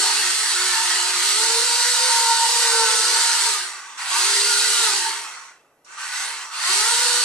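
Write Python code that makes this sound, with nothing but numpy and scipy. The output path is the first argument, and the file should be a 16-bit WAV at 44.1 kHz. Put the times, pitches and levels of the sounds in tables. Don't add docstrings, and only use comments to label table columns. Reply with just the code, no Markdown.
import sys
import numpy as np
from scipy import signal
from scipy.fft import rfft, irfft, next_fast_len
from scipy.io import wavfile
from scipy.ndimage import uniform_filter1d, map_coordinates

SR = 44100
rng = np.random.default_rng(int(sys.argv[2]) if len(sys.argv) > 2 else 0)


def dump_mix(stems):
    frames = np.atleast_2d(stems).T
    limited = np.clip(frames, -1, 1)
    pcm = np.round(limited * 32767).astype(np.int16)
    wavfile.write(sys.argv[1], SR, pcm)


N = 319284


def rattle(level_db, bright_db, clicks_per_s=9000.):
    size_db = 3.0 * np.minimum(rng.exponential(1, N), 2.2)
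    clicks = (rng.random(N) < clicks_per_s / SR) * rng.choice([-1., 1.], N) * gain_of(size_db)
    pace = np.clip((level_db + 42.0) / 16, 0, 1)
    fast, slow = (unit_rms(filtered(clicks, lambda hz: chassis(hz, p))) for p in (1, 0))
    radiated = directivity(pace * fast + (1 - pace) * slow)
    treble = filtered(radiated, lambda hz: 1 / (1 + (3000 / (hz + 1)) ** 6))
    low_gain = np.sqrt(np.clip(1 - gain_of(2 * bright_db), .02, 1))
    balanced = gain_of(bright_db) * unit_rms(treble) + low_gain * unit_rms(radiated - treble)
    return balanced * gain_of(level_db)


def chassis(hz, pace):
    # f/Hz, relative level/dB
    spectrum = [(130, -59), (300, -29), (620, -19.5), (720, -13), (2400, -1.5), (3500, -2), (9000, -2),
                (10500, -10.5), (12300, -21), (13000, -28), (13600, -24.5), (15000, -40.5)]
    # f/Hz, width/Hz, level at full speed/dB, level at a crawl/dB
    modes = [(654, 120, -4.5, -0.5), (918.5, 112, 11.5, 10.5), (1167, 340, 4, 14), (1483, 210, 7, 10),
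             (1900, 260, 5, 6.5), (2405, 210, -4, 3), (2645, 42, 2, 10), (3480, 330, -2.5, 1),
             (4370, 710, 5.5, 4), (4850, 280, 1, 1), (5280, 280, -2.5, -2.5), (5790, 400, 1.5, 11),
             (6870, 1400, -2, 6), (8000, 1000, 3, 5)]
    modes_db = sum((pace * fast + (1 - pace) * slow) / (1 + (2 * (hz - f) / width) ** 2)
                   for f, width, fast, slow in modes)
    return gain_of(at_frequency(spectrum, hz) + modes_db)


def directivity(x, patchy_db=2.6, middle_hz=2300, width_hz=1800):
    # t/s, level/dB
    thinning = [(1.2, 0), (1.9, -2.5), (2.7, -1.5), (3.6, 0)]
    hz, t, spectra = signal.stft(x, SR, nperseg=512)
    middle = 1 / (1 + (2 * (hz - middle_hz) / width_hz) ** 4)
    spectra = spectra * gain_of(np.outer(middle, at_time(thinning, t)))
    patches = rng.standard_normal(spectra.shape[::-1]).T
    patches = uniform_filter1d(patches, size=2, axis=0)
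    patches = uniform_filter1d(patches, size=14, axis=1)
    return signal.istft(spectra * gain_of(patchy_db * unit_rms(patches)), nperseg=512)[1][:N]


def drive(start_db=-19.5, trail_s=0.049, jolt_s=5.845, jolt_fade_s=0.017):
    # t/s, target level/dB, time constant/s
    throttle = [(0, -22, 0.2), (0.52, -20, 0.091), (0.82, -24.5, 0.17), (1.12, -19.5, 0.046),
                (3.491, -44, 0.12), (3.85, -42.5, 0.12), (3.964, -29, 0.009), (4.041, -19, 0.035),
                (4.85, -30, 0.15), (5.06, -47, 0.15), (5.45, -70.5, 0.072), (5.843, -52.5, 0.0016),
                (5.858, -40.5, 0.017), (5.965, -31.5, .012), (6.1, -27, 0.015), (6.21, -36.5, 0.095),
                (6.42, -43.5, 0.037), (6.5, -30.5, 0.015), (6.57, -19, 0.037)]
    t = np.arange(N) / SR
    aims_db = [start_db] + [row[1] for row in throttle]
    level_db = np.full(N, start_db)
    for (s, aim_db, lag_s), before_db in zip(throttle, aims_db):
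        u = np.maximum(t - s, 0) / lag_s
        level_db = level_db + (aim_db - before_db) * (1 - (1 + u) * np.exp(-u))
    pole = np.exp(-1 / (trail_s * SR))
    trailing_db = signal.lfilter([1 - pole], [1, -pole], level_db - start_db)
    jolt_db = 15 * (t > jolt_s) * np.exp(-np.abs(t - jolt_s) / jolt_fade_s)
    return level_db, np.minimum(-0.62 + 0.1738 * trailing_db + jolt_db, -.3)


def motors(rattle_db):
    # t/s, tooth rate f/Hz, fundamental level/dB, octave level/dB
    runs = [
        [(0.0, 405, -43, -49), (0.3, 440.4, -57.5, -52), (0.5, 427, -50, -62), (0.8, 447.8, -56.5, -36),
         (1.13, 405.5, -49, -62), (1.33, 416, -46, -60), (1.39, 447.8, -41.5, -35), (1.6, 463.8, -41, -33.5),
         (1.85, 476.5, -53, -31), (2.0, 472.6, -51, -40), (2.17, 461.8, -41, -31), (2.4, 459, -51, -25.5),
         (2.6, 464.8, -42, -31.5), (2.88, 449, -33.5, -26.5), (2.97, 437.5, -41.5, -37),
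         (3.15, 455, -42.5, -39), (3.33, 467, -70, -43), (3.45, 453.2, -46.5, -54), (3.6, 398, -56, -49)],
        [(1.4, 479, -53, -45), (1.6, 495, -48, -40), (1.9, 491, -46, -60), (2.05, 508, -40.5, -43),
         (2.22, 502.5, -40, -40), (2.31, 495, -63, -42), (2.5, 490.5, -42, -40), (2.72, 509.4, -47, -44),
         (3.05, 488, -47, -56), (3.4, 485, -51, -45)],
        [(0.0, 380.5, -43, -44), (0.16, 371, -46.5, -47), (0.45, 347.3, -55, -61), (0.54, 361, -45, -59),
         (0.65, 366.5, -47, -59), (1.05, 355.5, -53, -51), (1.45, 365, -48, -56), (1.65, 341, -59, -76),
         (1.8, 302, -69, -67)],
        [(2.9, 320.5, -60, -59), (3.1, 377.4, -50, -55), (3.3, 392, -57, -62), (3.5, 386, -49.5, -58),
         (3.64, 349.7, -61, -52)],
        [(4.09, 348, -60.5, -70), (4.17, 396, -55, -64), (4.3, 449.4, -45, -36), (4.42, 470.3, -43, -52),
         (4.65, 480, -47, -57), (4.8, 471.3, -46.5, -43), (4.91, 407.7, -39.5, -46),
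         (5.02, 405.3, -52.5, -52.5), (5.09, 427, -51, -48), (5.14, 406, -67, -60)],
        [(4.1, 324, -56, -67), (4.2, 361, -53.5, -61), (4.3, 398, -44, -63), (4.5, 405.5, -42.5, -62),
         (4.7, 400.5, -43, -53), (4.9, 362.2, -49.5, -55), (5.13, 323.4, -59, -64)],
        [(6.6, 311.3, -94, -58), (6.7, 377.8, -46.5, -46), (6.9, 469, -44, -33.5), (7.05, 481, -41.5, -34),
         (7.3, 489, -40, -46)],
        [(6.8, 468, -55, -53), (7.0, 507, -45, -60), (7.3, 512.6, -53, -56)],
        [(6.7, 355.3, -48, -47), (6.9, 373.6, -49.5, -56.5), (7.3, 364.4, -55, -73)],
        [(0, 307, -50, -68), (.25, 284, -59, -70)],
    ]
    third_lifts = [-3.5, -4, -13, -10.5, 1.5, -6, 0, -10, -20, 1]
    hum = np.zeros(N)
    for run, lift_db in zip(runs, third_lifts):
        add(hum, run[0][0], gearbox(run, rattle_db, lift_db))
    return hum


def gearbox(run, rattle_db, lift_db, waver_hz=.9, flutter_db=2.2, slip_rad=.11, knock_slip_rad=.6):
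    # f/Hz, level re rattle/dB
    third_spectrum = [(900, -24), (1100, -25), (1250, -21), (1400, -15), (1530, -17)]
    # t/s, level/dB
    third_swell = [(0, 1), (1.3, 3.5), (1.55, 1.5), (1.9, 1), (2.1, -1.5), (2.35, 6.5), (2.55, -15),
                   (2.76, 8.5), (3.05, 5), (3.25, -0.5), (3.42, 3.5), (3.5, 7), (4.15, 7), (4.35, -11),
                   (4.52, 4), (4.7, -1.5), (4.85, 3), (5.0, -3.5), (6.75, 4), (6.95, -1), (7.2, 1)]
    # t/s, level re rattle/dB
    knocks = [(0, -1), (1.4, -3), (1.7, 1.5), (2.8, 1.5), (3.1, -3), (4.7, -3), (7.2, -2)]
    # multiple of the tooth rate, level re knocks/dB
    upper_orders = [(4, -24), (5, -27), (6, -22), (8, -18), (9, -21), (10, -17.5), (12, -18), (14, -24),
                    (16, -18), (18, -20)]
    times, *columns = np.transpose(run)
    t = np.arange(times[0], times[-1], 1 / SR)
    hz, fundamental_db, octave_db = (np.interp(t, times, column) for column in columns)
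    phase = 2 * np.pi * np.cumsum(hz + waver_hz * drift(len(t), 25.)) / SR
    rattle_db = rattle_db[np.minimum(np.round(t * SR).astype(int), N - 1)]
    glide_hz_per_s = uniform_filter1d(np.gradient(hz) * SR, size=2000)
    strain_db = 3 * np.minimum(abs(glide_hz_per_s) / 500, 1)
    third_db = rattle_db + lift_db + strain_db
    third_db += at_frequency(third_spectrum, 3 * hz) + at_time(third_swell, t)
    knock_db = rattle_db + at_time(knocks, t) - .06 * np.maximum(460 - hz, 0)
    orders = [(1, fundamental_db), (2, octave_db), (3, third_db)]
    orders += [(k, knock_db + db) for k, db in upper_orders]
    hum = np.zeros(len(t))
    for k, db in orders:
        amplitude = gain_of(db + flutter_db * drift(len(t), 28.))
        depth_rad = slip_rad * k ** 2 if k <= 3 else knock_slip_rad
        hum += amplitude * np.sin(k * phase + 2 * np.pi * rng.random() + depth_rad * drift(len(t), 45.))
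    since_start = t - t[0] + (t[0] == 0)
    until_end = min(t[-1], N / SR) - t
    fade = np.clip(np.minimum(since_start, until_end) / .03, 0, 1)
    return np.sqrt(2) * hum * fade


def body_rings(rattle_db):
    rings = [(0.3, 0.99, 4360, -11.5), (0.789, 0.41, 1764, -16), (.82, 0.18, 904, -14),
             (1.498, 0.34, 4230, -8.5), (.97, 0.14, 2900, -14), (1.25, .1, 6700, -14),
             (1.85, 0.25, 4260, -12), (2.144, 0.083, 9000, -19), (3.15, 0.59, 4850, -11),
             (3.35, 0.44, 4320, -15), (3.54, 0.098, 1219, -13.5), (4.062, .05, 1510, -13),
             (4.084, 0.062, 1130, -14), (4.142, 0.054, 910, -16), (4.16, .05, 1493, -11.5),
             (4.166, 0.073, 2610, -14), (4.4, 0.46, 4830, -11), (4.7, .3, 8000, -12),
             (4.853, .07, 890, -11), (5.073, 0.107, 913, -7), (5.28, 0.081, 903, -11),
             (5.3, 0.11, 1540, -12.5), (5.42, 0.13, 1090, -9.5), (5.9, 0.093, 1510, -5.5),
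             (5.935, 0.071, 2660, -23), (6.01, 0.057, 1550, -4), (6.09, .14, 1490, -9),
             (6.202, 0.16, 1995, -10), (6.21, 0.13, 6350, -9), (7.15, 0.47, 4350, -11),
             (7.198, 0.11, 5810, -16)]
    out = np.zeros(N)
    for peak_s, half_s, hz, db in rings:
        t = np.arange(0, 2 * half_s, 1 / SR)
        width_hz = 35 + .014 * hz
        band = filtered(rng.standard_normal(len(t)), lambda f: 1 / (1 + (2 * (f - hz) / width_hz) ** 4))
        ring = gain_of(db) * unit_rms(band) * np.sin(np.pi * t / (2 * half_s)) ** 2
        start_s = peak_s - half_s
        add(out, max(start_s, 0), ring[max(round(-start_s * SR), 0):])
    return out * gain_of(rattle_db)


def wheel_rumble(cutoff_hz=190):
    # t/s, level/dB
    levels = [(0, -72), (1.1, -75), (2.4, -91.5), (2.95, -70), (3.3, -75.5), (3.7, -87)]
    low = filtered(rng.standard_normal(N), lambda hz: hz / (hz + 40) / (1 + (hz / cutoff_hz) ** 4))
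    return unit_rms(low) * gain_of(at_time(levels, np.arange(N) / SR))


def room(x, crossfade_hz=0.86175):
    # f/Hz, reverberation time T60/s
    decay_times = [(300, 0.92), (1500, 0.1), (5000, 0.23), (12000, 0.17)]
    out, t = np.zeros(N), np.arange(N) / SR
    for k in range(3):
        taps = np.zeros(SR // 2)
        slots = np.arange(100, len(taps) - 20, 20)
        taps[slots + rng.integers(0, 20, len(slots))] = rng.choice([-1., 1.], len(slots))
        hz, delay_s, spectra = signal.stft(taps, SR, nperseg=256)
        decay = gain_of(-60 * delay_s / at_frequency(decay_times, hz)[:, None])
        tail = signal.istft(spectra * decay, SR, nperseg=256)[1]
        weight = np.sqrt(2 / 3) * np.cos(2 * np.pi * crossfade_hz * t + np.pi * k / 3)
        out += signal.oaconvolve(x * weight, tail / np.linalg.norm(tail))[:N]
    return out


def air(hush_db=-63.5, hum_hz=147, hum_db=-82.5):
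    # f/Hz, relative level/dB
    spectrum = [(30, -5.5), (60, -11), (110, -11.5), (250, 1), (430, 8), (900, 5.5), (1600, -18),
                (3500, -28), (12000, -12), (15000, -40.5)]
    hush = unit_rms(filtered(rng.standard_normal((2, N)), lambda hz: gain_of(at_frequency(spectrum, hz))))
    hum = np.sqrt(2) * gain_of(hum_db) * np.sin(2 * np.pi * hum_hz * np.arange(N) / SR)
    return ports(*(gain_of(hush_db) * hush)) + hum


def ports(common, difference):
    # f/Hz, left-right coherence for equally strong inputs
    coherence = [(60, 0.44), (130, 1), (400, 1), (800, 0.96), (1500, 0.6), (3000, 0.37), (7000, 0.3),
                 (14000, 0.71)]
    # f/Hz, phase lead of the left port/rad
    phase_lead = [(100, 0), (1500, 0.022), (2500, 0.63), (3600, 1.29), (7700, 1.05), (11000, 0.9)]
    # f/Hz, left minus right level/dB
    balance = [(60, 0.5), (240, 2), (950, -1), (3770, -2.5), (15000, 0.5)]
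    size = next_fast_len(N)
    hz = np.fft.rfftfreq(size, 1 / SR)
    alike = np.clip(at_frequency(coherence, hz), 0, 1)
    tilt = gain_of(at_frequency(balance, hz) / 2) * np.exp(.5j * at_frequency(phase_lead, hz))
    mid = np.sqrt((1 + alike) / 2) * rfft(common, size)
    side = np.sqrt((1 - alike) / 2) * rfft(difference, size)
    return irfft(np.array([(mid + side) * tilt, (mid - side) / tilt]), size)[:, :N]


def gain_of(db):
    return 10 ** (np.asarray(db) / 20)


def unit_rms(x):
    return x / np.sqrt(np.mean(x ** 2) + 1e-20)


def at_time(points, t):
    return np.interp(t, *np.transpose(points))


def at_frequency(points, hz):
    f, value = np.transpose(points)
    return np.interp(np.log(hz + 1), np.log(f + 1), value)


def add(mix, start_s, sound):
    part = mix[..., round(start_s * SR):][..., :sound.shape[-1]]
    part += sound[..., :part.shape[-1]]


def drift(length, knots_per_s):
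    knots = np.arange(0, length / SR * knots_per_s + 2)
    coarse = np.arange(0, length + 64, 64)
    values = rng.standard_normal(len(knots))
    curve = map_coordinates(values, [coarse / SR * knots_per_s], order=3, mode="nearest")
    return np.interp(np.arange(length), coarse, curve)


def filtered(x, gain):
    size = next_fast_len(x.shape[-1])
    return irfft(rfft(x, size) * gain(np.fft.rfftfreq(size, 1 / SR)), size)[..., :x.shape[-1]]


def scene():
    level_db, bright_db = drive()
    common_rattle, difference_rattle = rattle(level_db, bright_db), rattle(level_db, bright_db)
    tones = motors(level_db) + body_rings(level_db)
    flutter = gain_of(0.44 * drift(N, 8.3))
    common = tones + flutter * common_rattle + gain_of(-9) * room(tones + common_rattle)
    difference = flutter * difference_rattle
    difference += room(gain_of(-4.0) * tones + gain_of(-21.0) * difference_rattle)
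    return ports(common + wheel_rumble(), difference) + air()


def record(dry, cutoff_hz=15100):
    low_pass = signal.firwin(511, cutoff_hz, window=("kaiser", 9), fs=SR)
    return signal.oaconvolve(dry, low_pass[None], "same")


dry = scene()
out = record(dry)
dump_mix(out)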